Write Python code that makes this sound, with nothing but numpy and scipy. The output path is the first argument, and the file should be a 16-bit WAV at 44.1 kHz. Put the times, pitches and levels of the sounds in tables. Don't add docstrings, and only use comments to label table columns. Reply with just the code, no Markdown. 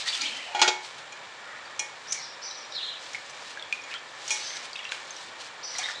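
import sys
import numpy as np
from scipy import signal
from scipy.fft import rfft, irfft
from scipy.io import wavfile
from scipy.ndimage import map_coordinates

SR = 44100
rng = np.random.default_rng(int(sys.argv[2]) if len(sys.argv) > 2 else 0)


def wav_record(signal):
    frames = np.transpose(np.atleast_2d(signal))
    bounded = np.clip(frames, -1, 1)
    quanta = np.round(bounded * 32767).astype(np.int16)
    wavfile.write(sys.argv[1], SR, quanta)


N = 264600
TIME = np.arange(N) / SR

# start/s, length/s, rise/s, level before layer gain/dB, top pitch before glide and scoop/Hz,
# glide over the length/octave, half the greatest drop below the top pitch at mid-length/octave
STEAM_VENTS = [(0, 0.09, 0.015, -38, 4250, 0.043, 0.88), (0.073, 0.036, 0.011, -25, 4940, -0.19, 0.32),
               (.122, 0.062, 0.012, -29, 3820, -0.39, 0.24),
               (0.182, 0.24, 0.043, -51.5, 308.6, -0.036, 0.27),
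               (0.203, 0.041, 0.0095, -28.5, 4800, 0.12, .35),
               (0.225, 0.067, 0.037, -28, 2690, 0.71, 0.336), (.26, 0.39, 0.023, -36, 3290, -0.215, 0.494),
               (0.458, 0.12, 0.039, -39.5, 903, -0.079, 0.41), (1.379, 0.5, 0.13, -44, 2000, -0.071, 0.46),
               (2.071, 0.12, 0.038, -34.5, 6300, -.06, 0.067),
               (2.136, 0.089, 0.025, -39.5, 2650, -0.47, 0.28), (2.151, .2, 0.063, -39, 5830, -0.073, 0.37),
               (2.412, .25, 0.027, -36.5, 6100, -0.073, 0.41), (2.695, 0.17, .05, -41.5, 6340, -0.66, 0.34),
               (2.732, .09, 0.036, -31.5, 4990, -.6, 0.145), (2.792, 0.19, .045, -32, 4188, -0.057, 0.235),
               (3.88, 0.097, 0.081, -34.5, 2570, 0.466, 0.536),
               (4.328, 0.28, 0.14, -36, 6510, -0.066, 0.47), (4.489, .16, 0.04, -43.5, 2407, -0.38, 0.41),
               (4.747, 0.26, 0.052, -41, 3580, -0.28, 0.65), (5.626, 0.32, 0.014, -35.5, 6020, -0.12, 0.37),
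               (5.739, 0.3, .08, -40, 2393, -0.37, .8), (5.824, 0.05, 0.021, -30, 3830, 0.02, 0.11),
               (5.924, 0.091, 0.028, -40, 3690, .25, 0.16)]
# t/s, f/Hz, nominal peak level/dB, ring t60/s
SINGLE_BUBBLES = [(0.063, 1870, -27, 0.036), (.078, 1986, -22, 0.023), (.19, 1347, -36.5, 0.22),
                  (1.654, 4650, -41, 0.065), (2.511, 3940, -28.5, 0.023), (2.723, 3860, -28, 0.023),
                  (3.147, 2175, -22, 0.039), (3.153, 2250, -24, .014), (3.573, 1640, -27.5, 0.046),
                  (3.596, 3600, -32, 0.028), (3.625, 3350, -27, 0.03), (3.726, 2425, -14, 0.035),
                  (3.82, 5560, -38, .02), (3.914, 2640, -27, 0.0087), (3.94, 3050, -19, 0.0037),
                  (4.505, 1970, -31, 0.023), (4.732, 4640, -25.5, 0.011), (4.757, 2600, -25.5, 0.027),
                  (4.761, 3640, -26, 0.013), (4.791, 2830, -25.5, 0.021), (4.844, 5700, -33, 0.013),
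                  (4.852, 2730, -25.5, 0.03), (4.892, 3920, -30, 0.027), (4.92, 2550, -12, 0.003),
                  (4.922, 1550, -24.5, 0.027), (5.107, 6300, -29, 0.033), (5.166, 5700, -30, .018),
                  (5.752, 2020, -28, .018), (5.79, 753, -31, 0.078), (5.83, 1950, -24, .02),
                  (5.859, 1980, -22, 0.021), (5.887, 1790, -24, 0.041), (5.899, 1440, -26, .02)]
# t/s, level before layer gain/dB, burst t60/s, pan ring relative to burst/dB
SPITTING_DROPS = [(0.0802, -37, 0.039, -13), (0.2148, -27.5, 0.02, -5), (1.1226, -42.5, 0.038, -2),
                  (1.793, -22, 0.043, -9), (2.1228, -18.5, 0.031, -41), (3.1312, -37.5, 0.036, -11),
                  (3.2964, -40.5, 0.078, -22), (3.8363, -47.5, 0.05, 4), (4.2783, -27, 0.015, -20),
                  (4.3051, -21.5, 0.22, -6), (4.6284, -46, 0.026, -1), (4.9151, -39, 0.033, 0.5),
                  (5.7836, -23.5, 0.044, -13.5)]
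# f/Hz, density/dB per Hz
SPIT_SPECTRUM = [(50, -73), (300, -17), (830, -8.5), (1500, -20), (2450, 0), (3300, -6.5), (4700, -3),
                 (5700, 13), (6900, 6), (7900, -1), (9800, -9), (12500, -35)]
# crest t/s, level before layer gain/dB, swell time constant/s, dying time constant/s
SIZZLE_SURGES = [(.005, -39, .02, 0.027), (.08, -35, 0.013, 0.022), (.15, -38, 0.041, 0.081),
                 (.25, -42.5, 0.033, 0.067), (.36, -49, .05, 0.17), (.85, -48.5, 0.026, 0.065),
                 (.985, -52.5, 0.016, 0.031), (2.15, -52, 0.11, .07), (2.85, -55, 0.11, 0.1),
                 (3.035, -51, 0.046, 0.24), (3.51, -50.5, 0.17, .05), (3.74, -53.5, 0.018, 0.037),
                 (3.93, -53, .06, 0.038), (4.31, -43, .08, .24), (4.57, -43.5, .015, 0.0094),
                 (4.655, -48, 0.03, 0.011), (4.93, -46.5, .012, 0.047), (5.22, -51, 0.26, 0.069),
                 (5.41, -47.5, .02, 0.029), (5.465, -48.5, 0.025, .025), (5.8, -45, 0.08, 0.12),
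                 (5.91, -44.5, .05, 0.023)]
# f/Hz, density/dB per Hz
SIZZLE_SPECTRUM = [(300, -29), (900, -1), (2000, 7), (4000, 12), (6300, 6), (8000, 1.5), (9800, -10.5),
                   (12500, -22.5)]
# t/s, chatter level/dB, chatter t60/s, ring relative to chatter/dB,
# favoured f/Hz, lift at that f/dB
PAN_KNOCKS = [(.548, -27.5, 0.28, -12.5, 830, 26), (0.593, -35.5, 0.15, -1.5, 3230, -6),
              (.616, -15, 0.049, -14, 845, 5.5), (0.648, -28.5, 0.11, -19.5, 1440, 35),
              (.677, -19.5, 0.039, -16, 380, 10.5)]
# f/Hz, relative level/dB, t60/s
PAN_MODES = [(366.5, -2.5, 0.37), (632, -8, 0.5), (772, -10, 0.45), (853, 0, 0.38), (940, -2.5, 0.43),
             (1440, 2, 0.36), (1400, -1, .25), (1520, -5, 0.33), (1892, -0.5, 0.37), (2214, 4, 0.37),
             (2330, -5.5, 0.21), (2424, 7, 0.2), (2490, -22, 0.12), (2910, 5, 0.084), (3080, -30, 0.12),
             (3290, 10.5, 0.084), (3400, -24, .24), (4140, 2.5, 0.091), (4720, -10, 0.083),
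             (4940, -22, 0.094), (6100, -38, 0.087), (7100, -25.5, 0.024), (6950, 1, 0.081)]
# f/Hz, density/dB per Hz
CHATTER_SPECTRUM = [(60, -56.5), (220, -30), (340, 2.5), (520, 0.5), (870, 5), (1130, 0.5), (1440, -5),
                    (2400, 4), (3300, 4.5), (5000, 1.5), (7000, -1.5), (10000, -23), (12500, -60)]
# f/Hz, density/dB per Hz
BURNER_SPECTRUM = [(15, -67), (25, -34), (298, -7.5), (475, -5.5), (569, -5.5), (665, -3), (954, 2.5),
                   (1440, 0.5), (1600, -3), (1770, -3.5), (2300, -4.5), (2820, -5.5), (3560, -4.5),
                   (7160, -27), (12000, -128), (15600, -80), (22000, -120)]
# f/Hz, width/Hz, lift/dB
FLAME_RESONANCES = [(92.4, 33, 9), (137, 24, 9), (550, 185, 7.5), (800, 29, 4), (1760, 267, 8),
                    (2326, 200, 7), (7370, 750, 20.5)]


def undb(db):
    return 10 ** (np.asarray(db) / 20)


def unit(x):
    return x / np.sqrt(np.mean(x ** 2) + 1e-20)


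def shape(hz, colour):
    points, db = np.transpose(colour)
    return np.interp(np.log(hz), np.log(points), db)


def noise(colour, tones=()):
    hz = np.arange(N // 2 + 1) * SR / N + 1e-3
    db = shape(hz, colour)
    for centre, width, lift in tones:
        db = db + lift / (1 + (2 * (hz - centre) / width) ** 2)
    white = rng.standard_normal(N)
    return unit(irfft(rfft(white) * undb(db), N))


def walk(knots_per_s):
    knots = rng.standard_normal(4096)
    return unit(map_coordinates(knots, [TIME * knots_per_s], order=2, mode="wrap"))


def add(out, start_s, sound):
    i = max(int(start_s * SR), 0)
    part = sound[:max(N - i, 0)]
    out[i:i + len(part)] += part


def fade(t, t60):
    return undb(-60 * t / t60)


def bubble(hz, t60, glide=0.0097, swell_cycles=0.35):
    t = TIME[:int(t60 * SR) + 2]
    swell = 1 - np.exp(-(t * hz / swell_cycles) ** 2)
    cycles = hz * t * (1 + glide * t / t60)
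    return swell * fade(t, t60) * np.sin(2 * np.pi * cycles)


def ring(modes):
    t = TIME[:SR // 2]
    total = np.zeros(len(t))
    for hz, db, t60 in modes:
        total += undb(db) * fade(t, t60) * np.sin(2 * np.pi * (hz * t + rng.random()))
    rise = 1 - np.exp(-(t / .0008) ** 2)
    return rise * total


def vents(gain_db=-1, rise_db=11, fall_db=12, t60=0.042, uneven_db=2):
    scoop_octaves, scoop_share = 0.39, 0.288
    crowding = 2.47
    widening = 0.53
    out = np.zeros(N)
    for start, length, rise, db, top_hz, glide, scatter in STEAM_VENTS:
        chain = np.zeros(N)
        bubbles_per_s = top_hz / 6
        for k in range(min(int(length * bubbles_per_s), 1024)):
            age = (k + rng.random()) / bubbles_per_s
            scoop = scoop_octaves * np.exp(-age / (scoop_share * rise))
            gap = glide * age / length - scoop
            spread = scatter * (1 + widening * (2 * age / length - 1))
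            merged = 2 * spread * rng.random() ** crowding
            ping = bubble(top_hz * 2 ** (gap - merged), t60, glide=0, swell_cycles=3.5)
            strength = undb(uneven_db * np.clip(rng.standard_normal(), -2, 2))
            add(chain, start + age, strength * ping)
        chain /= np.sqrt(np.sum(chain ** 2) / (length * SR))
        flow_db = np.interp(TIME - start, [0, min(rise, length), length], [-rise_db, 0, -fall_db])
        out += chain * undb(db + flow_db + gain_db)
    return out


def bubbles(snap_db=-14, snap_t60=0.017, small_db=-47, spread_db=5.5, small_t60=0.0033, count=240):
    out, spray, t = np.zeros(N), noise(SIZZLE_SPECTRUM), TIME[:SR // 10]
    for s, hz, db, t60 in SINGLE_BUBBLES:
        add(out, s, undb(db) * bubble(hz, t60))
        snap = np.roll(spray, rng.integers(N))[:len(t)] * fade(t, snap_t60)
        add(out, s, undb(db + snap_db) * snap)
    for when, pitch, size in rng.random((count, 3)):
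        db = small_db - spread_db * np.log(max(size, .02))
        add(out, when * N / SR, undb(db) * bubble(1200 * 7 ** pitch, small_t60, swell_cycles=2.7))
    return out


def spits(gain_db=-5, flash_s=0.0057):
    out, spray, t = np.zeros(N), noise(SPIT_SPECTRUM), TIME[:SR // 2]
    modes = [(hz, db + shape(hz, SPIT_SPECTRUM), t60) for hz, db, t60 in PAN_MODES]
    for s, db, t60, wall_db in SPITTING_DROPS:
        decay = fade(np.maximum(t - flash_s, 0), t60)
        burst = np.roll(spray, rng.integers(N))[:len(t)] * decay
        add(out, s, undb(db + gain_db) * (burst + undb(wall_db) * ring(modes)))
    return out


def knocks(chatter_s=0.012, relative_width=0.27, lowest_hz=270):
    out, t = np.zeros(N), TIME[:SR // 2]
    for s, db, t60, ring_db, main_hz, lift_db in PAN_KNOCKS:
        resonance = (main_hz, relative_width * main_hz, lift_db)
        clatter = noise(CHATTER_SPECTRUM, [resonance])[:len(t)]
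        chatter = clatter * fade(np.maximum(t - chatter_s, 0), t60)
        add(out, s, undb(db) * (chatter + undb(ring_db) * ring(PAN_MODES)))
    return signal.sosfilt(signal.butter(2, lowest_hz, "high", fs=SR, output="sos"), out)


def sizzle(gain_db=7, simmer_db=-59.5, grain_db=1.5):
    power = undb(simmer_db) ** 2
    for crest, db, swell_s, dying_s in SIZZLE_SURGES:
        time_constant = np.where(TIME < crest, swell_s, dying_s)
        envelope = np.exp(-np.abs(TIME - crest) / time_constant)
        power = power + (undb(db) * envelope) ** 2
    grains = undb(grain_db * walk(600) + .5 * walk(97))
    return unit(noise(SIZZLE_SPECTRUM) * grains) * np.sqrt(power) * undb(gain_db)


def burner(level_db=-44.5, flutter_db=0.5):
    rush = noise(BURNER_SPECTRUM, FLAME_RESONANCES)
    return rush * undb(level_db + flutter_db * walk(12))


def kitchen(x, wet_db=-7, t60=0.31):
    t = TIME[:SR // 2]
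    tail = rng.standard_normal(len(t)) * fade(t, t60) * (t > .003)
    return x + undb(wet_db) * signal.fftconvolve(x, tail / np.linalg.norm(tail))[:N]


def scene():
    events = vents() + bubbles() + spits() + knocks()
    mono = kitchen(events) + sizzle() + burner()
    return np.array([mono, mono])


def record(dry):
    dip = signal.butter(2, [10350, 12000], "bandstop", fs=SR, output="sos")
    cut = signal.ellip(8, .3, 70, 12500, fs=SR, output="sos")
    return signal.sosfilt(np.vstack([dip, cut]), dry)


dry = scene()
out = record(dry)
wav_record(out)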